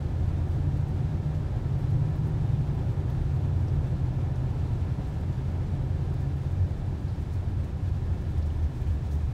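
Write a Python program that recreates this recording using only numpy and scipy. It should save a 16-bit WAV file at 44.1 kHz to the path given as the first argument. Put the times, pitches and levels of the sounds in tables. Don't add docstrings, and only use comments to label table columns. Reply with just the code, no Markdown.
import sys
import numpy as np
from scipy import signal
from scipy.fft import rfft, irfft
from scipy.io import wavfile
from scipy.ndimage import uniform_filter1d

SR = 44100
rng = np.random.default_rng(int(sys.argv[2]) if len(sys.argv) > 2 else 0)


def dump(signal):
    limited = np.clip(np.atleast_2d(signal).T, -1, 1)
    pcm = np.round(limited * 32767).astype(np.int16)
    wavfile.write(sys.argv[1], SR, pcm)


N = 411453
T = np.arange(N) / SR
FREQS_HZ = np.maximum(np.fft.rfftfreq(N, 1 / SR), 1)

# (time [s], share of top speed)
ROAD_SPEED = [(0, 0.97), (1.5, 0.97), (2, 1), (2.8, 1.0), (4.4, 1), (5.8, .91), (7, 0.83), (9.33, 0.76)]
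# (time [s], pitch [Hz], level [dB])
ENGINE_TRACK = [(0, 83.9, -37.5), (.4, 85.4, -29.5), (1.4, 94.4, -36.5), (1.8, 103.6, -38),
                (2.3, 108.6, -33.5), (3.1, 91.98, -37), (3.78, 88.05, -28), (4.05, 88.1, -47),
                (4.72, 90, -32), (5.1, 88.1, -43.5), (5.8, 88.1, -33.5), (6.4, 90.03, -37),
                (6.6, 90.26, -25), (6.9, 90.1, -45), (7.55, 91.5, -32.5), (8.05, 87.3, -35.5),
                (8.25, 80.8, -40), (8.5, 76.9, -34), (9.33, 74, -31)]
DRIVETRAIN_TRACK = [(0, 136.5, -43.5), (.55, 142.8, -34.5), (1.3, 151, -32), (1.5, 148.9, -48),
                    (1.65, 138.1, -36), (2.05, 147, -27.5), (2.35, 151.1, -37.5), (2.65, 146.3, -29.5),
                    (2.9, 144.4, -45), (3.75, 141.7, -34), (4.05, 140, -47), (5.1, 130, -45),
                    (6, 137.1, -32.5), (6.6, 130.1, -40), (7, 128, -45.5), (9.33, 120, -40)]
# (pitch [Hz], level [dB])
WHEEL_HUMS = [(116, -40), (127, -35)]
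# (frequency [Hz], nominal width [Hz], relative level [dB])
CABIN_AIR_MODES = [(33, 10, -8.5), (43.4, 9.9, -9), (56.5, 14, -9), (69.6, 8.8, -6.5), (75.8, 17.4, -4),
                   (89.3, 10.4, -3)]
BODY_PANEL_MODES = [(115.2, 11.5, 3), (131.3, 6.7, 0), (138.2, 23, 0.5), (148, 15, -3.5), (162, 16, -10.5),
                    (183, 24, -15.5)]
TREAD_MODES = [(457, 13, -11), (529.5, 35, -9), (605, 26, -11.5), (742, 116, -12.5), (952, 96, -17),
               (1300, 120, -24)]
CARCASS_AND_WELL_MODES = [(188.7, 32, 2), (234.6, 53, -0.5), (294.2, 49, 0.5), (343, 33, -5), (380, 38, -3)]
HEATER_DUCT_MODES = [(1627, 40, 4), (1738, 49, 6), (1820, 56, -4), (2260, 120, -14), (3520, 140, -10),
                     (3590, 25, -11), (4020, 22, -6)]
# (frequency [Hz], relative density [dB])
TREAD_SPECTRUM = [(380, -10.5), (450, -11.5), (600, -14.5), (850, -16), (1130, -23.5), (1450, -24),
                  (2000, -32), (3500, -39)]
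VENT_SPECTRUM = [(400, 1), (1000, 4.5), (1500, -1), (1950, 0), (2300, 1), (2900, -2), (3600, -2),
                 (4900, -7), (6500, -10.5), (9000, -14.5), (10000, -18.5), (13000, -21.5), (15500, -24)]
SLUSH_SPECTRUM = [(4000, 6), (6000, 7), (9000, 1.5), (12000, -2.5), (15500, -1.5)]
# (onset [s], boom peak [dB], boom pitch [Hz], rise [s])
RUTS = [(.2, -23, 81.5, 0.015), (1.535, -20, 95, 0.016), (1.93, -22, 93, 0.011), (3.2, -23.5, 80.6, 0.016),
        (3.275, -20.5, 81.1, 0.012), (3.775, -21, 85, .016), (4.025, -24, 83, .012),
        (4.22, -23.5, 110, .012), (4.53, -22, 81.5, 0.0099), (4.72, -20.5, 91, 0.017),
        (5.21, -23, 108, 0.011), (6.585, -20, 90.5, 0.026), (6.83, -24.5, 86.7, 0.013),
        (7.223, -24, 90.8, 0.0097), (7.905, -17.5, 87.3, 0.012), (8.025, -21.5, 80, 0.014),
        (8.099, -23.5, 81, .013), (8.38, -19.5, 81, 0.01), (8.618, -21.5, 79, .016), (8.89, -20, 76, 0.015)]
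# (peak time [s], relative level [dB], nominal half length [s], low edge [Hz])
SLUSH_SPRAYS = [(.525, -67, .045, 5000), (.774, -68, 0.0098, 10000), (.888, -66.5, .014, 8000),
                (1.352, -68, 0.011, 4005), (1.793, -68, .011, 10000), (1.907, -65, 0.011, 6000),
                (2.16, -66, .0092, 11000), (2.275, -65, .015, 8010), (2.743, -68, 0.011, 11020),
                (2.923, -70, .022, 8000), (3.135, -69, .02, 8000), (3.358, -68, .012, 4995),
                (3.608, -69, .012, 7010), (5.084, -66.5, 0.018, 6000), (5.141, -68, .015, 4000),
                (5.208, -66, .012, 4000), (5.516, -68, .014, 3993), (6.14, -64.5, 0.0071, 6000),
                (6.214, -66, 0.013, 6000), (6.369, -68, .011, 10000), (6.513, -65.5, 0.013, 3000),
                (7.338, -63.5, 0.022, 5980), (7.645, -63.5, .0096, 7000), (8.218, -68, 0.011, 8000),
                (8.313, -68, 0.011, 9000), (8.378, -64, 0.014, 4000), (8.468, -63, .012, 3000),
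                (8.633, -68, .015, 4000), (8.76, -66, .035, 5000), (8.82, -67, .01, 7000),
                (8.884, -66.5, .02, 3000), (8.945, -67, 0.017, 3990), (9.067, -63, .0085, 3000),
                (9.135, -59.5, .026, 3990)]
# (onset [s], pitch [Hz], relative level [dB], decay [s], nominal width / pitch)
TRIM_TICKS = [(3.101, 14000, -58, .004, .07), (3.099, 3800, -58, 0.0092, .5), (3.682, 5000, -58, .0093, .3),
              (4.358, 5480, -61.5, .008, .35), (4.36, 9910, -67, .009, 0.13), (7.082, 4380, -63, .04, 0.31),
              (7.335, 5170, -60, .011, .4), (8.425, 4500, -60, .014, .5), (8.503, 2894, -56, .009, .3),
              (8.87, 2500, -57, .016, .4), (9.112, 4600, -61, 0.023, .7)]


def undb(db):
    return 10 ** (np.asarray(db) / 20)


def unit(x):
    return x / np.sqrt(np.mean(x ** 2))


def curve(rows):
    times_s, *columns = np.transpose(rows)
    return [np.interp(T, times_s, column) for column in columns]


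def noise(gain):
    return unit(irfft(rfft(rng.standard_normal(N)) * gain, N))


def colour(spectrum):
    hz, db = np.transpose(spectrum)
    ends = np.minimum(FREQS_HZ / hz[0], 1) * np.minimum(hz[-1] / FREQS_HZ, 1)
    return undb(np.interp(np.log(FREQS_HZ), np.log(hz), db)) * ends ** 3


def resonances(modes, skirt):
    power = 0
    for hz, width_hz, db in modes:
        detuning = (FREQS_HZ / hz - hz / FREQS_HZ) * hz / width_hz
        power += undb(db) ** 2 / (1 + detuning ** 2) ** skirt
    return np.sqrt(power)


def wander(rate_hz):
    return noise(1 / (1 + (FREQS_HZ / rate_hz) ** 4))


def speed():
    return curve(ROAD_SPEED)[0]


def speed_level_db(top_db, db_per_decade):
    return top_db + db_per_decade * np.log10(speed())


def churn(time_s, start_s=8.39, rise_s=0.35):
    return np.clip((time_s - start_s) / rise_s, 0, 1)


def drone(hz, db, drift_hz=0.3, drift_db=1.1):
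    phase = 2 * np.pi * np.cumsum(hz + drift_hz * wander(6)) / SR
    return undb(db + drift_db * wander(6)) * unit(np.sin(phase))


def wheel_hum():
    return sum(drone(hz * speed(), speed_level_db(db, db_per_decade=398)) for hz, db in WHEEL_HUMS)


def road_rumble(modes, db, skirt, smooth_s=0.09):
    shake = noise(resonances(modes, skirt))
    window = int(smooth_s * SR)
    power = uniform_filter1d(uniform_filter1d(shake ** 2, window), window)
    return shake / np.sqrt(power + 1e-12) * undb(db)


def wheel_throb(depth_db=1.4, top_turn_hz=10.5):
    turns = np.cumsum(top_turn_hz * speed()) / SR + rng.random()
    return undb(depth_db * np.cos(2 * np.pi * turns))


def tyres(roar_flutter_db=0.5, growl_flutter_db=0.46):
    roar_db = speed_level_db(-47.5, db_per_decade=31) + roar_flutter_db * wander(17)
    growl_db = speed_level_db(-42.5, db_per_decade=26) - growl_flutter_db * wander(12)
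    tread = noise(np.hypot(colour(TREAD_SPECTRUM), resonances(TREAD_MODES, skirt=1.23)))
    carcass = noise(resonances(CARCASS_AND_WELL_MODES, skirt=1.54))
    return tread * undb(roar_db) + carcass * undb(growl_db)


def heater(fan_db=-58, duct_relative_db=-7.5, flutter_db=0.67, ripple_db=1.8, ripple_corner_hz=12000):
    knots_hz = np.arange(0, SR, 45)
    depth_db = ripple_db / np.hypot(1, FREQS_HZ / ripple_corner_hz)
    ripple = undb(depth_db * np.interp(FREQS_HZ, knots_hz, rng.standard_normal(len(knots_hz))))
    vents = noise(colour(VENT_SPECTRUM) * ripple)
    ducts = noise(resonances(HEATER_DUCT_MODES, skirt=1.3)) * undb(duct_relative_db)
    return (vents + ducts) * undb(fan_db + flutter_db * wander(15))


def flecks(base_per_s=3, churn_extra_per_s=6, relative_db=-74, scatter_db=2.5, half_s=0.009, low_hz=8000):
    candidates = 100
    positions, odds, sizes = rng.random((candidates, 3)).T
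    times_s = positions * T[-1]
    levels_db = relative_db + scatter_db * (2 * sizes - 1)
    lands = odds < (base_per_s + churn_extra_per_s * churn(times_s)) * T[-1] / candidates
    return [(peak_s, db, half_s, low_hz) for peak_s, db in zip(times_s[lands], levels_db[lands])]


def slush(spatter_db=-84, churn_db=7, patchy_db=3, grain_db=2.5, spray_offset_db=-1.5):
    out = noise(colour(SLUSH_SPECTRUM)) * undb(spatter_db + churn_db * churn(T) + patchy_db * wander(17))
    grains = noise(colour(SLUSH_SPECTRUM)) * undb(grain_db * wander(500))
    for peak_s, db, half_s, low_hz in list(SLUSH_SPRAYS) + flecks():
        near = np.abs(T - peak_s) < 4 * half_s
        age_s = T[near] - peak_s
        sigma_s = half_s * np.where(age_s < 0, 0.75, 0.95)
        envelope = np.exp(-0.5 * (age_s / sigma_s) ** 2)
        highpass = signal.butter(2, low_hz, "highpass", fs=SR, output="sos")
        spray = unit(signal.sosfilt(highpass, grains[near]))
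        out[near] += spray * undb(db + spray_offset_db) * envelope
    return out


def ruts(heave_relative_db=-11, heave_hz=40):
    out = np.zeros(N)
    age_s = T[:SR // 2]
    for onset_s, db, boom_hz, rise_s in RUTS:
        boom = np.sin(2 * np.pi * (boom_hz * age_s + rng.random()))
        heave = undb(heave_relative_db) * np.sin(2 * np.pi * (heave_hz * age_s + rng.random()))
        envelope = age_s / rise_s * np.exp(1 - age_s / rise_s)
        out += np.interp(T - onset_s, age_s, (boom + heave) * envelope, left=0, right=0) * undb(db)
    return out


def trim_ticks(offset_db=1):
    out = np.zeros(N)
    for onset_s, hz, db, decay_s, width_ratio in TRIM_TICKS:
        age_s = np.maximum(T - onset_s, 0)
        envelope = (T > onset_s) * np.exp(-np.minimum(age_s / decay_s, 50))
        band = noise(resonances([(hz, width_ratio * hz, 0)], skirt=1.8))
        out += band * undb(db + offset_db) * envelope
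    return out


def scene(shake_db=-32, churn_db=1):
    engine = drone(*curve(ENGINE_TRACK))
    drivetrain = drone(*curve(DRIVETRAIN_TRACK))
    hum = engine + drivetrain + wheel_hum()
    cabin = road_rumble(CABIN_AIR_MODES, shake_db + churn_db * churn(T), skirt=1.525)
    panels = road_rumble(BODY_PANEL_MODES, speed_level_db(-33, db_per_decade=32.5), skirt=1.412)
    rumble = (cabin + panels) * wheel_throb()
    return (hum + rumble + ruts() + tyres() + heater() + slush() + trim_ticks())[None]


def record(dry, low_hz=25, top_hz=15650, fade_s=0.004):
    highpass = signal.butter(6, low_hz, "highpass", fs=SR, output="sos")
    lowpass = signal.ellip(12, 0.1, 80, top_hz, fs=SR, output="sos")
    fade = np.minimum(np.minimum(T, T[-1] - T) / fade_s, 1)
    return signal.sosfilt(lowpass, signal.sosfilt(highpass, dry) * fade)


dry = scene()
out = record(dry)
dump(out)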